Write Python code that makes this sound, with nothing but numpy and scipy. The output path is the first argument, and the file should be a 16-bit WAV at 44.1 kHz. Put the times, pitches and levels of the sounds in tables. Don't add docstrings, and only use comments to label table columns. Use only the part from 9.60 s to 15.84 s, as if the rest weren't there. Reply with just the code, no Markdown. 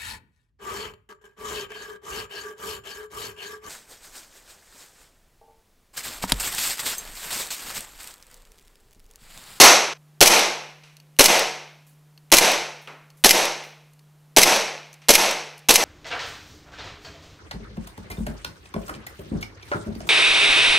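import sys
import numpy as np
from scipy import signal
from scipy.fft import rfft, irfft
from scipy.io import wavfile
from scipy.ndimage import uniform_filter1d

SR = 44100
rng = np.random.default_rng(int(sys.argv[2]) if len(sys.argv) > 2 else 0)


def store_pcm(level_fs):
    pcm = np.round(np.clip(level_fs, -1, 1) * 32767).astype(np.int16)
    wavfile.write(sys.argv[1], SR, np.atleast_2d(pcm).T)


N = 275184
T = np.arange(SR) / SR


def amp(db):
    return 10 ** (np.asarray(db) / 20)


def add(track, start_s, sound):
    start = max(int(start_s * SR), 0)
    part = sound[:max(len(track) - start, 0)]
    track[start:start + len(part)] += part


def along(points, hz):
    point_hz, value = np.transpose(points)
    return np.interp(np.log(hz + 1), np.log(point_hz), value)


def noise(spectrum, resonances=(), size=SR):
    hz = np.fft.rfftfreq(size, 1 / SR)
    level_db = along(spectrum, hz)
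    for centre_hz, width_hz, lift_db in resonances:
        level_db = level_db + lift_db / (1 + ((hz - centre_hz) / width_hz) ** 4)
    phase = np.exp(2j * np.pi * rng.random(len(hz)))
    x = irfft(amp(level_db) * phase, size)
    return x / x.std()


def fade(t60_s, rise_s=0.00087):
    return (1 - np.exp(-T / rise_s)) * np.exp(-np.log(1000) * T / t60_s)


def hump(centre_hz, below_db, above_db):
    return [(centre_hz / 100, below_db - 41.5), (centre_hz / 5, below_db), (centre_hz, 0), (centre_hz * 2, above_db)]


def grain(spread_db, size=24):
    wander = uniform_filter1d(rng.standard_normal(SR), size)
    gain = amp(spread_db * np.sqrt(size) * wander)
    return gain / np.sqrt(np.mean(gain ** 2))


# freq_hz, density_db
AIR_SPECTRUM = [(40, -11.5), (200, -1.5), (400, -3.5), (1000, -7), (2000, -12), (5000, -16.5), (10000, -18),
                (14500, -18.5), (16000, -31)]
HUM_HZ, HUM_RMS_DB = 150.0, -55
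AIR_RMS_DB, RUMBLE_RMS_DB = -64, -79.5


def background():
    t = np.arange(N) / SR
    hum = np.sqrt(2) * amp(HUM_RMS_DB) * np.sin(2 * np.pi * HUM_HZ * t)
    rumble = amp(RUMBLE_RMS_DB) * noise([(20, 4.5), (120, -4.0), (300, -19.0), (1000, -50.5)], size=N)
    return hum + rumble + amp(AIR_RMS_DB) * noise(AIR_SPECTRUM, size=N)


# freq_hz, t60_s
RANGE_DECAY = [(100, 0.32), (450, .58), (900, 0.58), (2300, 0.64), (5500, 0.54), (8000, 0.46),
               (11000, 0.37), (15000, .29)]


def die_away(x):
    hz = np.fft.rfftfreq(SR, 1 / SR)
    spectrum, out = rfft(x), 0
    for (_, t60_s), share in zip(RANGE_DECAY, np.eye(len(RANGE_DECAY))):
        weight = along([(row[0], w) for row, w in zip(RANGE_DECAY, share)], hz)
        out = out + irfft(spectrum * weight, SR) * fade(t60_s)
    return out


# centre_hz, width_hz, lift_db
STEEL = [(2120, 130, 3), (2510, 200, 4), (2870, 120, 1.5), (3900, 83, 1.5), (4193, 320, 1.5),
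         (5400, 150, 3), (6090, 450, 6), (7800, 220, 4.5), (9670, 210, 5.5), (11050, 220, 4.5),
         (11580, 260, 7), (13600, 240, -3.5), (14900, 300, -4.5)]
# start_s, level_db, centre_hz
KNOCKS = [(1.235, -50.5, 2800), (3.2740, -39, 1200), (5.418, -52, 2500)]


def spent_pellets(tick_db=3.5, tick_hz=4000):
    out = np.zeros(N)
    for start_s, level_db, centre_hz in KNOCKS:
        tick = noise(hump(tick_hz, -9, -14) + [(15000, -29)])
        add(out, start_s, amp(level_db + tick_db) * tick * fade(t60_s=.017, rise_s=.0002))
        wash = noise(hump(centre_hz, -4.5, -8.5) + [(4 * centre_hz, -20), (16000, -45)], STEEL)
        add(out, start_s, amp(level_db) * die_away(wash))
    return out


# start_s, level_db, centre_hz
CLICKS = [(1.3678, -41.5, 6400), (1.4002, -43.5, 4750), (1.565, -49, 2790), (2.5765, -45.5, 4320),
          (2.702, -48, 2990), (3.5022, -44.5, 6080), (4.3337, -52.5, 9000), (4.3926, -48.5, 4650),
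          (5.3295, -41, 6900), (5.3400, -40, 6900), (5.979, -41, 8950), (5.9915, -45, 9100)]
# centre_hz, width_hz, lift_db
TRIGGER = [(2800, 100, 10.5), (4400, 100, 14), (5230, 100, 4), (6100, 130, 9), (9200, 250, 5),
           (11360, 300, 10)]
# start_s, level_db
RUSTLES = [(2.2663, -56.5), (3.2150, -58), (3.57, -57), (4.0338, -54)]
CLICK_T60_S = .02
RUSTLE_HZ, RUSTLE_T60_S = 11300, 0.34


def handling():
    out = np.zeros(N)
    decay = fade(CLICK_T60_S, rise_s=.0002) + amp(-30) * fade(t60_s=.3)
    for start_s, level_db, centre_hz in CLICKS:
        add(out, start_s, amp(level_db) * noise(hump(centre_hz, -10.5, -11.0), TRIGGER) * decay)
    for start_s, level_db in RUSTLES:
        rustle = noise(hump(RUSTLE_HZ, -12, -12.5)) * grain(2.5) * fade(RUSTLE_T60_S)
        add(out, start_s, amp(level_db) * rustle)
    return out


def ring(modes, rise_s=0.00029):
    out = 0
    for pitch_hz, level_db, t60_s in modes:
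        detune, force = rng.standard_normal(2)
        cycles = pitch_hz * (1 + .008 * detune) * T + rng.random()
        out = out + amp(level_db + 2 * force) * fade(t60_s, rise_s) * np.sin(2 * np.pi * cycles)
    return out


# freq_hz, density_db
CLACK_SPECTRUM = [(40, -34.5), (150, -21.5), (400, -3.5), (900, -5.5), (1400, -9), (2200, -2), (4500, 0.5),
                  (6500, -2.5), (8500, -4.5), (12000, -5.5), (14000, -11), (16000, -14.5)]
# pitch_hz, level_db, t60_s
GUN_MODES = [(2070, -10, .045), (2400, -10, 0.046), (2970, -18.5, 0.068), (4160, -9, 0.023),
             (5180, -8.5, 0.038), (6370, -14.5, .04), (11800, -20, 0.046)]


def clack(t60_s, ring_db=0):
    contact = fade(t60_s, rise_s=.0004) + .4 * fade(t60_s / 5, rise_s=.0001)
    crash = noise(CLACK_SPECTRUM, STEEL) * grain(3) * contact
    return crash + amp(ring_db) * ring(GUN_MODES)


# freq_hz, density_db
BEHIND_SPECTRUM = [(30, -14.5), (100, -23), (200, -6.5), (400, 0.5), (800, 4), (1400, -1.5), (2500, -5),
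                   (4500, -5), (6200, -4.5), (8500, -12), (12000, -11.5), (15500, -24)]


def opening_shot(level_db=3.0, near_db=-5, far_s=.034, stop_s=0.3346, stop_db=-18, end_s=.374):
    swell = np.interp(T, [far_s, far_s + .004], [amp(near_db), 1])
    out = amp(level_db) * die_away(noise(BEHIND_SPECTRUM, STEEL)) * swell
    add(out, .012, amp(2.0) * clack(t60_s=.07))
    stop_times_s = [stop_s, stop_s + .003, end_s, end_s + 0.0027]
    return out * np.interp(T, stop_times_s, [1, amp(stop_db), amp(stop_db), 0])


# freq_hz, density_db
RANGE_SPECTRUM = [(60, -46.5), (130, -44.5), (190, -4), (270, -9), (340, -6), (480, 1.5), (680, 3),
                  (1000, -4), (1400, -4.5), (2500, -5.5), (5500, -7.5), (8500, -14.5), (12000, -17),
                  (15500, -34)]
# centre_hz, width_hz, lift_db
ROOM = [(193, 19, 2), (346, 12, 8.5), (452, 22, 2), (634, 12, 1), (748, 5, 4.5), (913, 89, 4.5),
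        (1064, 16, 4.5)]


def range_answer(echoes, near_db=-16.5, near_t60_s=0.61, far_db=-6.5, far_delay_s=.086,
                 far_rise_s=0.069, first_gain=0.19):
    out = amp(near_db) * noise(RANGE_SPECTRUM, ROOM) * fade(near_t60_s, rise_s=.004)
    swell = 1 - (1 - first_gain) * np.exp(-T / far_rise_s)
    pattern = (echoes + noise(RANGE_SPECTRUM, STEEL + ROOM)) / np.sqrt(2)
    add(out, far_delay_s, amp(far_db) * die_away(pattern * grain(1.5)) * swell)
    return out


# freq_hz, density_db
GAS_SPECTRUM = [(30, -25), (100, -27.5), (200, -5), (400, 4), (800, -1), (1200, -8), (3000, -7.5),
                (8000, -16.5), (16000, -33.5)]


def puff(swing_hz, t60_s, rush_db, rush_t60_s):
    swing = np.sin(2 * np.pi * swing_hz * T) * fade(t60_s)
    return swing + amp(rush_db) * noise(GAS_SPECTRUM) * fade(rush_t60_s)


# pitch_hz, level_db, t60_s
BARREL_MODES = [(2610, 3, 0.011), (4170, -8.5, 0.026), (6100, -2, 0.017)]


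def blast(echoes, blast_db, range_db):
    out = amp(blast_db - 0.5) * puff(swing_hz=838, t60_s=0.012, rush_db=-2, rush_t60_s=0.034)
    add(out, .0008, amp(blast_db + 2.0) * ring(BARREL_MODES, rise_s=0.0024))
    breech = puff(swing_hz=557, t60_s=0.013, rush_db=-7.5, rush_t60_s=0.06)
    add(out, .012, amp(blast_db + 0.6) * breech)
    slow_swing = -amp(blast_db - 22) * fade(t60_s=0.32, rise_s=0.0054)
    buzz = noise(CLACK_SPECTRUM, STEEL) * grain(1.7) * fade(t60_s=.45, rise_s=0.011)
    out = out + slow_swing + amp(-14 + range_db / 2) * buzz
    return out + amp(range_db) * range_answer(echoes)


def scrape(lead_s=.03, t60_s=.09):
    growth = np.exp(np.log(1000) * np.minimum(T - lead_s, 0) / t60_s)
    return noise(CLACK_SPECTRUM, STEEL) * grain(3) * growth * (T < lead_s)


FEED_SHARE = .75
FEED_DB, FEED_DB_PER_BLAST_DB = -5.5, 1.5
SLAM_DB, SCRAPE_DB = -3, -12


def slide_return(cycle_s, blast_db, run_up_s=.025):
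    out = np.zeros(SR)
    feed_db = FEED_DB + FEED_DB_PER_BLAST_DB * blast_db
    add(out, FEED_SHARE * cycle_s, amp(feed_db) * clack(t60_s=0.017, ring_db=-13.0))
    add(out, cycle_s - run_up_s, amp(SCRAPE_DB) * scrape(run_up_s, t60_s=0.091))
    add(out, cycle_s, amp(SLAM_DB) * clack(t60_s=0.04, ring_db=1.5))
    return out


# freq_hz, density_db
SNAP_SPECTRUM = [(100, -35), (1000, -10), (3000, 7.5), (7000, 5), (12000, -2.5), (15500, -7)]
TARGET_DB, TARGET_DB_PER_BLAST_DB = -17, 1.7


def target_snap(blast_db):
    snap = noise(SNAP_SPECTRUM) * grain(4.7) * fade(t60_s=0.02, rise_s=0.00028)
    return amp(TARGET_DB + TARGET_DB_PER_BLAST_DB * blast_db) * snap


# slide_shut_s, pellet_at_target_s
SHOTS = [(0.6119, 3, 0.063, 0.18), (1.5932, 1, .0644, 0.2), (2.723, 0.5, 0.061, .1934),
         (3.6443, -1.5, 0.064, 0.21), (4.7695, 1, .0627, .192), (5.4906, -1.5, 0.062, 0.22),
         (6.0917, -3.5, 0.065, 0.25)]
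# delay_after_valve_s, level_re_blast_db, t60_s
BLOWS = [(-.0054, -11, 0.039), (.0002, 0, 0.034), (.0120, -7.5, 0.03), (0.0154, -5, .04), (.0232, -10, .02)]
FIRST_BLAST_DB, COOLING_DB_PER_SHOT = 3, 0.59


def pistol():
    out = np.zeros(N)
    echoes = noise(RANGE_SPECTRUM, STEEL + ROOM)
    for fired, (start_s, range_db, cycle_s, flight_s) in enumerate(SHOTS):
        blast_db = FIRST_BLAST_DB - COOLING_DB_PER_SHOT * fired
        for delay_s, level_db, t60_s in BLOWS:
            add(out, start_s + delay_s, amp(blast_db + level_db) * clack(t60_s, ring_db=-15.0))
        add(out, start_s, blast(echoes, blast_db, range_db))
        add(out, start_s, slide_return(cycle_s, blast_db))
        add(out, start_s + flight_s, target_snap(blast_db))
    return out


def scene():
    out = background() + spent_pellets() + handling() + pistol()
    add(out, 0, opening_shot())
    return np.array([out, out])


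TOP_HZ = 15700


def record(dry, ceiling=0.87, lopsided=0.041, block_hz=4):
    clipped = dry / (1 + (dry / ceiling) ** 4) ** (1 / 4)
    uneven = clipped - lopsided * clipped ** 2
    dc_block = signal.butter(2, block_hz, "high", fs=SR, output="sos")
    top_cut = signal.ellip(10, .1, 70, TOP_HZ, fs=SR, output="sos")
    return signal.sosfilt(top_cut, signal.sosfilt(dc_block, uneven))


dry = scene()
out = record(dry)
store_pcm(out)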